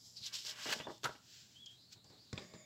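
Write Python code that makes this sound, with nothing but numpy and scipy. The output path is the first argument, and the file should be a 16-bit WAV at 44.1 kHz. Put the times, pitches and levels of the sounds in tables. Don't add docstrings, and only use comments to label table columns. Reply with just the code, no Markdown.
import sys
import numpy as np
from scipy import signal
from scipy.fft import rfft, irfft, next_fast_len
from scipy.io import wavfile

SR = 44100
rng = np.random.default_rng(int(sys.argv[2]) if len(sys.argv) > 2 else 0)


def unload_wav(signal):
    wavfile.write(
        sys.argv[1],
        SR,
        np.round(np.clip(np.atleast_2d(signal).T, -1, 1) * 32767).astype(np.int16),
    )


N = 116865
TIME = np.arange(N) / SR


def amp(db):
    return 10 ** (np.asarray(db) / 20)


def unit(x):
    return x / np.sqrt(np.mean(x ** 2) + 1e-20)


def read(points, hz):
    freqs, values = np.transpose(points)
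    return np.interp(np.log(hz + 1), np.log(freqs), values)


def fader(points):
    rows = np.array(points)
    return amp(np.interp(TIME, rows[:, 0], rows[:, -1], left=-150, right=-150))


def colour(x, eq, size=4096):
    log_gain = np.log(amp(read(eq, abs(np.fft.fftfreq(size, 1 / SR)))))
    response = np.exp(np.conj(signal.hilbert(log_gain)))
    taps = np.fft.ifft(response).real[:size // 2]
    return signal.oaconvolve(x, taps / np.linalg.norm(taps))[:N]


def resonate(x, hz, width):
    carrier = np.exp(2j * np.pi * np.cumsum(hz * np.ones(N)) / SR)
    pole = np.exp(-np.pi * width / SR)
    return 2 * (carrier * signal.lfilter([1 - pole], [1, -pole], x / carrier)).real


def grains(per_s, spread_db, hiss):
    size = amp(spread_db * np.minimum(rng.exponential(1, N), 4))
    clicks = size * rng.choice([-1, 1], N) * (rng.random(N) < per_s / SR)
    return unit(unit(clicks) + hiss * rng.standard_normal(N))


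def waver(hz):
    rolloff = 1 + (np.fft.rfftfreq(N, 1 / SR) / hz) ** 4
    return unit(irfft(rfft(rng.standard_normal(N)) / rolloff, N))


def strike(start, db, rise, t60):
    age = TIME - start
    decay = np.exp(-np.log(1000) * np.maximum(age - rise, 0) / t60)
    return amp(db) * np.clip(age / rise, 0, 1) * decay


def ring(start, modes, rise):
    return sum(strike(start, db, rise, t60) * np.sin(2 * np.pi * hz * (TIME - start))
               for hz, db, t60 in modes)


def whistle(hz, width):
    band = resonate(rng.standard_normal(N), hz, width)
    tone = unit(resonate(band, hz, width))
    envelope = abs(signal.hilbert(tone, next_fast_len(N))[:N])
    return unit(tone / np.hypot(envelope, 1))


def room_tone():
    # (frequency [Hz], gain [dB])
    noise_eq = [(15, -22.5), (25, -16.5), (69, -4), (116, 1.5), (215, 0), (509, -13.5), (631, -13),
                (1300, -20), (3090, -22.5), (3830, -24.5), (4870, -14.5), (5580, -30), (7300, -14),
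                (8810, -26.5), (15500, -25.5)]
    hum = np.sin(2 * np.pi * 120 * TIME + 0.53 * waver(hz=26))
    return amp(-71.5) * colour(rng.standard_normal(N), noise_eq) + amp(-75.5) * unit(hum)


def side_hiss():
    # (frequency [Hz], gain [dB])
    hiss_eq = [(25, 9), (120, 0), (400, -3), (1200, -9), (2500, -12.5), (5500, -19), (8000, -4.5),
               (15000, 0)]
    hiss = amp(-81) * colour(rng.standard_normal(N), hiss_eq)
    return np.array([hiss, -hiss])


def rubbing():
    # (time [s], level [dB])
    touch_levels = [(0, -63), (.03, -64), (.064, -57), (.11, -62.5), (.156, -63), (.2, -63.5), (.3, -70),
                    (.4, -71), (.44, -83), (.5, -77)]
    rub_levels = [(.158, -68), (.172, -74), (.204, -66), (.232, -57.5), (.266, -43), (.316, -66.5),
                  (.338, -43.5), (.355, -40), (.38, -49.5), (.436, -51.5), (.48, -43.5), (.514, -49),
                  (.546, -66), (.584, -57), (.64, -48), (.72, -46), (.79, -54), (.84, -67), (.885, -65.5),
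                  (.9, -60), (.98, -67), (1.02, -71.5), (1.13, -62), (1.2, -70.5)]
    glide_levels = [(1.19, -71), (1.25, -66.5), (1.33, -58.5), (1.41, -59.5), (1.48, -67), (1.55, -66.5),
                    (1.64, -72.5), (1.72, -66.5), (1.8, -77), (1.89, -78), (1.915, -66.5), (1.93, -51.5),
                    (1.943, -65), (2.0, -94), (2.06, -75), (2.3, -73.5), (2.42, -64.5), (2.65, -80)]
    # (frequency [Hz], gain [dB])
    touch_eq = [(1000, -31), (2600, -26), (3300, -10), (4200, -6), (5200, 2.5), (6200, -6), (7500, -4),
                (9000, -29), (11000, -18), (15000, -27)]
    rub_eq = [(150, -27), (800, -26), (1600, -19), (2400, -11), (3050, -1.5), (3600, -1), (5400, 1),
              (6200, -5.5), (7800, -7.5), (9200, -26), (12000, -19.5), (15500, -26.5)]
    glide_eq = [(300, -29), (1000, -28.5), (1550, -6), (2100, -10.5), (2900, -2.5), (5000, 1.5), (6300, -3),
                (7600, -3), (9000, -30.5), (15500, -17)]
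    touch = colour(grains(per_s=4100, spread_db=3, hiss=1.7), touch_eq) * fader(touch_levels)
    rub = colour(grains(per_s=5000, spread_db=3, hiss=0.84), rub_eq) * fader(rub_levels)
    judder = amp(1.8 * waver(hz=90))
    glide = colour(grains(per_s=7300, spread_db=2, hiss=1.1), glide_eq) * fader(glide_levels)
    return touch + rub * judder + glide


def squeaking():
    strokes = [ (1120, [(.158, 4930, -71), (.17, 4830, -47), (.185, 4500, -51.5), (.202, 4500, -63.5),
               (.23, 4200, -49), (.27, 3800, -48.5), (.3, 4000, -74)]), (198, [(.79, 3350, -53),
               (.825, 3400, -73), (.842, 3520, -54), (.866, 3560, -58.5), (.875, 3500, -68),
               (.97, 3560, -71), (1.02, 3600, -88)]), (149, [(1.54, 3000, -81), (1.565, 3080, -56.5),
               (1.59, 3230, -64.5), (1.612, 3420, -59.5), (1.645, 3310, -58), (1.656, 3270, -70.5),
               (1.665, 3260, -50.5), (1.70, 3220, -57.5), (1.765, 3300, -71.5), (1.78, 3300, -76)]),
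               (280, [(2.43, 6800, -78), (2.46, 6700, -69), (2.5, 7140, -72), (2.56, 7200, -72),
               (2.585, 7080, -63.5), (2.62, 6900, -65), (2.65, 6700, -71)])]
    # (start [s], length [s], start pitch [Hz], end pitch [Hz], level [dB])
    chirps = [(1.714, 0.19, 3820, 4160, -66.5), (1.766, 0.12, 4560, 5060, -69.5),
              (1.837, 0.16, 4540, 4200, -67), (1.94, 0.11, 3850, 4070, -68), (2.027, 0.11, 4300, 5050, -67),
              (2.08, 0.13, 4340, 3770, -67.5), (2.158, 0.11, 4200, 4960, -65), (2.2, .13, 4250, 4700, -68),
              (2.233, 0.16, 3680, 4300, -68)]
    out = np.zeros(N)
    for width, stroke in strokes:
        times, pitches, _ = np.transpose(stroke)
        out += whistle(np.interp(TIME, times, pitches), width) * fader(stroke)
    for start, length, from_hz, to_hz, db in chirps:
        progress = np.clip((TIME - start) / length, 0, 1)
        pitch = from_hz + (to_hz - from_hz) * progress
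        out += whistle(pitch, width=620) * amp(db) * np.sin(np.pi * progress)
    return out


def knocking():
    # (time [s], clack level [dB], clack t60 [s], thump level [dB])
    knocks = [(0.207, -67, .05, -55.5), (0.658, -79, .05, -63), (1.958, -67, 0.25, -60),
              (2.044, -67, 0.34, -62), (2.097, -65, 0.26, -56), (2.124, -70, 0.75, -72),
              (2.3288, -38, 0.023, -35), (2.3769, -45.5, 0.034, -68), (2.381, -48.5, .11, -73),
              (2.537, -52.5, 0.061, -50), (2.554, -59, 0.087, -67)]
    # (frequency [Hz], gain [dB])
    clack_eq = [(100, -4.5), (300, 4.5), (700, -2.5), (1100, -6.5), (1650, -11.5), (2400, -12.5),
                (3000, -28.5), (3500, -4), (5000, -11), (6000, -20), (7600, -13.5), (9200, -41.5),
                (15000, -43)]
    # (frequency [Hz], level [dB], t60 [s])
    table_modes = [(74, -11.5, 0.022), (114.4, 3, 0.033), (177.3, -3.5, 0.064), (307.5, -11.5, 0.017),
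                   (504, -19, 0.048)]
    snap_modes = [(2440, -38.5, 0.022), (2640, -46, 0.017), (3460, -37, 0.011), (3980, -42.5, .012),
                  (7200, -64, 0.0072)]
    # (frequency [Hz], width [Hz], gain [dB])
    rattle_modes = [(183, 53, 9), (353, 88, 1), (514, 52, 3), (1114, 80, -3.5), (1780, 309, -5),
                    (2460, 200, -19), (3380, 400, -14), (4800, 400, -5.5)]
    # (time [s], level [dB])
    rattle_levels = [(2.335, -58), (2.36, -56), (2.385, -59), (2.42, -54), (2.47, -64.5), (2.53, -64.5),
                     (2.545, -60), (2.6, -65), (2.65, -70)]
    clack_envelope = sum(strike(start, db, 0.00055, t60) for start, db, t60, _ in knocks)
    clacks = colour(clack_envelope * rng.standard_normal(N), clack_eq)
    thumps = sum(amp(db) * ring(start, table_modes, rise=0.0091) for start, _, _, db in knocks)
    chatter = grains(per_s=1300, spread_db=3.5, hiss=0.78)
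    rattle = unit(sum(amp(db) * resonate(chatter, hz, width) for hz, width, db in rattle_modes))
    rattle = signal.sosfilt(signal.butter(3, 6500, fs=SR, output="sos"), rattle)
    snap = ring(start=2.3768, modes=snap_modes, rise=0.0013)
    return clacks + thumps + rattle * fader(rattle_levels) + snap


def sheet(drive):
    mode_hz = [473, 628, 1150, 1572, 1645, 1712, 1945, 2249, 2593, 2870, 2935, 3470, 3921, 4521]
    mode_db = [-6.5, -3, -2, -5.5, -11, -0.5, 2, 0.5, -1.5, 5.5, -1, -16, -7, -6]
    return sum(amp(db) * resonate(drive, hz, width=25.6) for hz, db in zip(mode_hz, mode_db))


def scraping():
    # (time [s], drive level [dB])
    drag_levels = [(.22, -102), (.268, -64.5), (.31, -62.5), (.345, -55), (.42, -81), (.48, -51.5),
                   (.55, -56.5), (.6, -49), (.645, -52), (.7, -40.5), (.718, -39), (.729, -30.5),
                   (.738, -34.5), (.746, -74), (.79, -53.5), (.85, -60), (.9, -89)]
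    # (frequency [Hz], gain [dB])
    scrape_eq = [(47, -50), (80, -37), (275, -13.5), (358, -20), (477, -13), (827, -10.5), (1130, -4.5),
                 (1260, -7.5), (1670, 0), (1830, -7), (2840, -3), (4130, -9), (7660, -12.5), (8930, -27),
                 (15500, -29.5)]
    friction = grains(per_s=7300, spread_db=1.5, hiss=0.9)
    drive = friction * fader(drag_levels) * amp(0.3 * waver(hz=150))
    return amp(-3.5) * colour(drive, scrape_eq) + amp(6) * sheet(drive)


def ticking():
    # (time [s], level [dB], t60 [s])
    ticks = [(0.264, -40, 0.015), (0.394, -45, 0.011), (.6625, -51, 0.01), (.7275, -46, 0.0087),
             (.98, -57, 0.0096), (1.6602, -49.5, .028), (1.9306, -48, 0.0066), (2.043, -59.5, 0.045),
             (2.329, -53, 0.032)]
    # (frequency [Hz], gain [dB])
    tick_eq = [(300, -22), (1500, -28), (3000, -3.5), (5000, 6.5), (7400, 1.5), (9000, -25), (15000, -32)]
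    envelope = sum(strike(start, db, 0.00062, t60) for start, db, t60 in ticks)
    return colour(envelope * rng.standard_normal(N), tick_eq)


def flapping():
    # (time [s], level [dB], rise [s], t60 [s], low-pass cutoff [Hz])
    buckles = [(0.446, -57.5, 0.0042, 0.061, 2600), (0.656, -44, 0.00076, 0.17, 2120),
               (0.682, -50, 0.0044, 0.38, 1010), (0.749, -49.5, 0.014, 0.084, 800),
               (0.798, -52, 0.0072, 0.09, 750), (0.7998, -41, 0.00063, 0.064, 3370),
               (0.85, -53, 0.0045, 0.1, 900), (.869, -44, 0.00068, 0.012, 2300),
               (0.8697, -40.5, 0.0014, 0.087, 1230), (0.889, -43.5, 0.011, 0.096, 1204),
               (1.091, -44, 0.0016, 0.055, 1650), (1.15, -57, 0.0038, 0.053, 2420)]
    # (frequency [Hz], gain [dB])
    pop_eq = [(40, -33), (70, -7), (110, 0), (250, 4.5), (500, 1.5), (800, 0.5), (1400, -3), (2200, -4),
              (3100, 3.5), (8000, -17)]
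    flaps = np.zeros(N)
    for start, db, rise, t60, top_hz in buckles:
        lowpass = signal.butter(4, top_hz, fs=SR, output="sos")
        pops = colour(grains(per_s=3500, spread_db=0, hiss=0.65), pop_eq)
        flaps += unit(signal.sosfilt(lowpass, pops)) * strike(start, db, rise, t60)
    return flaps + amp(2.5) * sheet(flaps)


def landing():
    # (time [s], level [dB], t60 [s])
    contacts = [(1.033, -44.5, 0.041), (1.041, -36, 0.031), (1.044, -37.5, 0.062), (1.0571, -41, 0.01),
                (1.069, -56, 0.28)]
    # (frequency [Hz], gain [dB])
    slap_eq = [(100, -12), (300, 0.5), (900, -6), (1300, 1), (2300, -9.5), (3600, 1.5), (5000, -4),
               (7600, -7), (9200, -30), (11700, -16), (15500, -34)]
    puff_eq = [(40, -29), (80, -3), (130, -0.5), (220, -9), (480, -0.5), (750, -2.5), (1000, -6), (1400, 3),
               (1750, -11), (2200, -15.5), (5000, -24), (9000, -58)]
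    # (frequency [Hz], width [Hz], gain [dB])
    puff_modes = [(965, 31, -2.5), (1248, 44, -5), (1378, 39, 0), (1620, 23, -19)]
    envelope = sum(strike(start, db, 0.0002, t60) for start, db, t60 in contacts)
    slap = colour(envelope * grains(per_s=14000, spread_db=0.5, hiss=0.62), slap_eq)
    air = rng.standard_normal(N) * strike(start=1.041, db=-34, rise=0.017, t60=0.076)
    hollow = sum(amp(db) * resonate(air, hz, width) for hz, width, db in puff_modes)
    return slap + amp(-4) * colour(air, puff_eq) + amp(22.5) * hollow


def lingering():
    # (pitch [Hz], width [Hz], level [dB])
    tones = [(621, 34, -68), (2184, 210, -68), (3600, 130, -70.5), (4910, 250, -71)]
    # (time [s], gain [dB])
    swell = [(2.34, -20), (2.39, -1), (2.46, -8), (2.56, -4.5), (2.65, -3)]
    return sum(amp(db) * whistle(hz, width) for hz, width, db in tones) * fader(swell)


def reverb(x):
    # (frequency [Hz], t60 [s])
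    decay_times = [(100, 0.2), (1000, 0.33), (4000, 0.12), (15000, 0.17)]
    reflections = rng.standard_normal(SR // 2) * (TIME[:SR // 2] > 0.004)
    hz, age, bands = signal.stft(reflections, SR, nperseg=256)
    decay = np.exp(-np.log(1000) * age / read(decay_times, hz)[:, None])
    _, tail = signal.istft(bands * decay, SR, nperseg=256)
    return signal.oaconvolve(x, tail / np.linalg.norm(tail))[:N]


def scene():
    foley = rubbing() + scraping() + squeaking() + flapping() + landing() + ticking()
    foley += knocking() + lingering()
    return foley + side_hiss() + amp(-14.5) * reverb(foley) + room_tone()


def record(dry):
    low_cut = signal.butter(2, 49, "high", fs=SR, output="sos")
    high_cut = signal.firwin(511, 15850, window=("kaiser", 9), fs=SR)
    return signal.oaconvolve(signal.sosfilt(low_cut, dry), high_cut[None], "same")


dry = scene()
out = record(dry)
unload_wav(out)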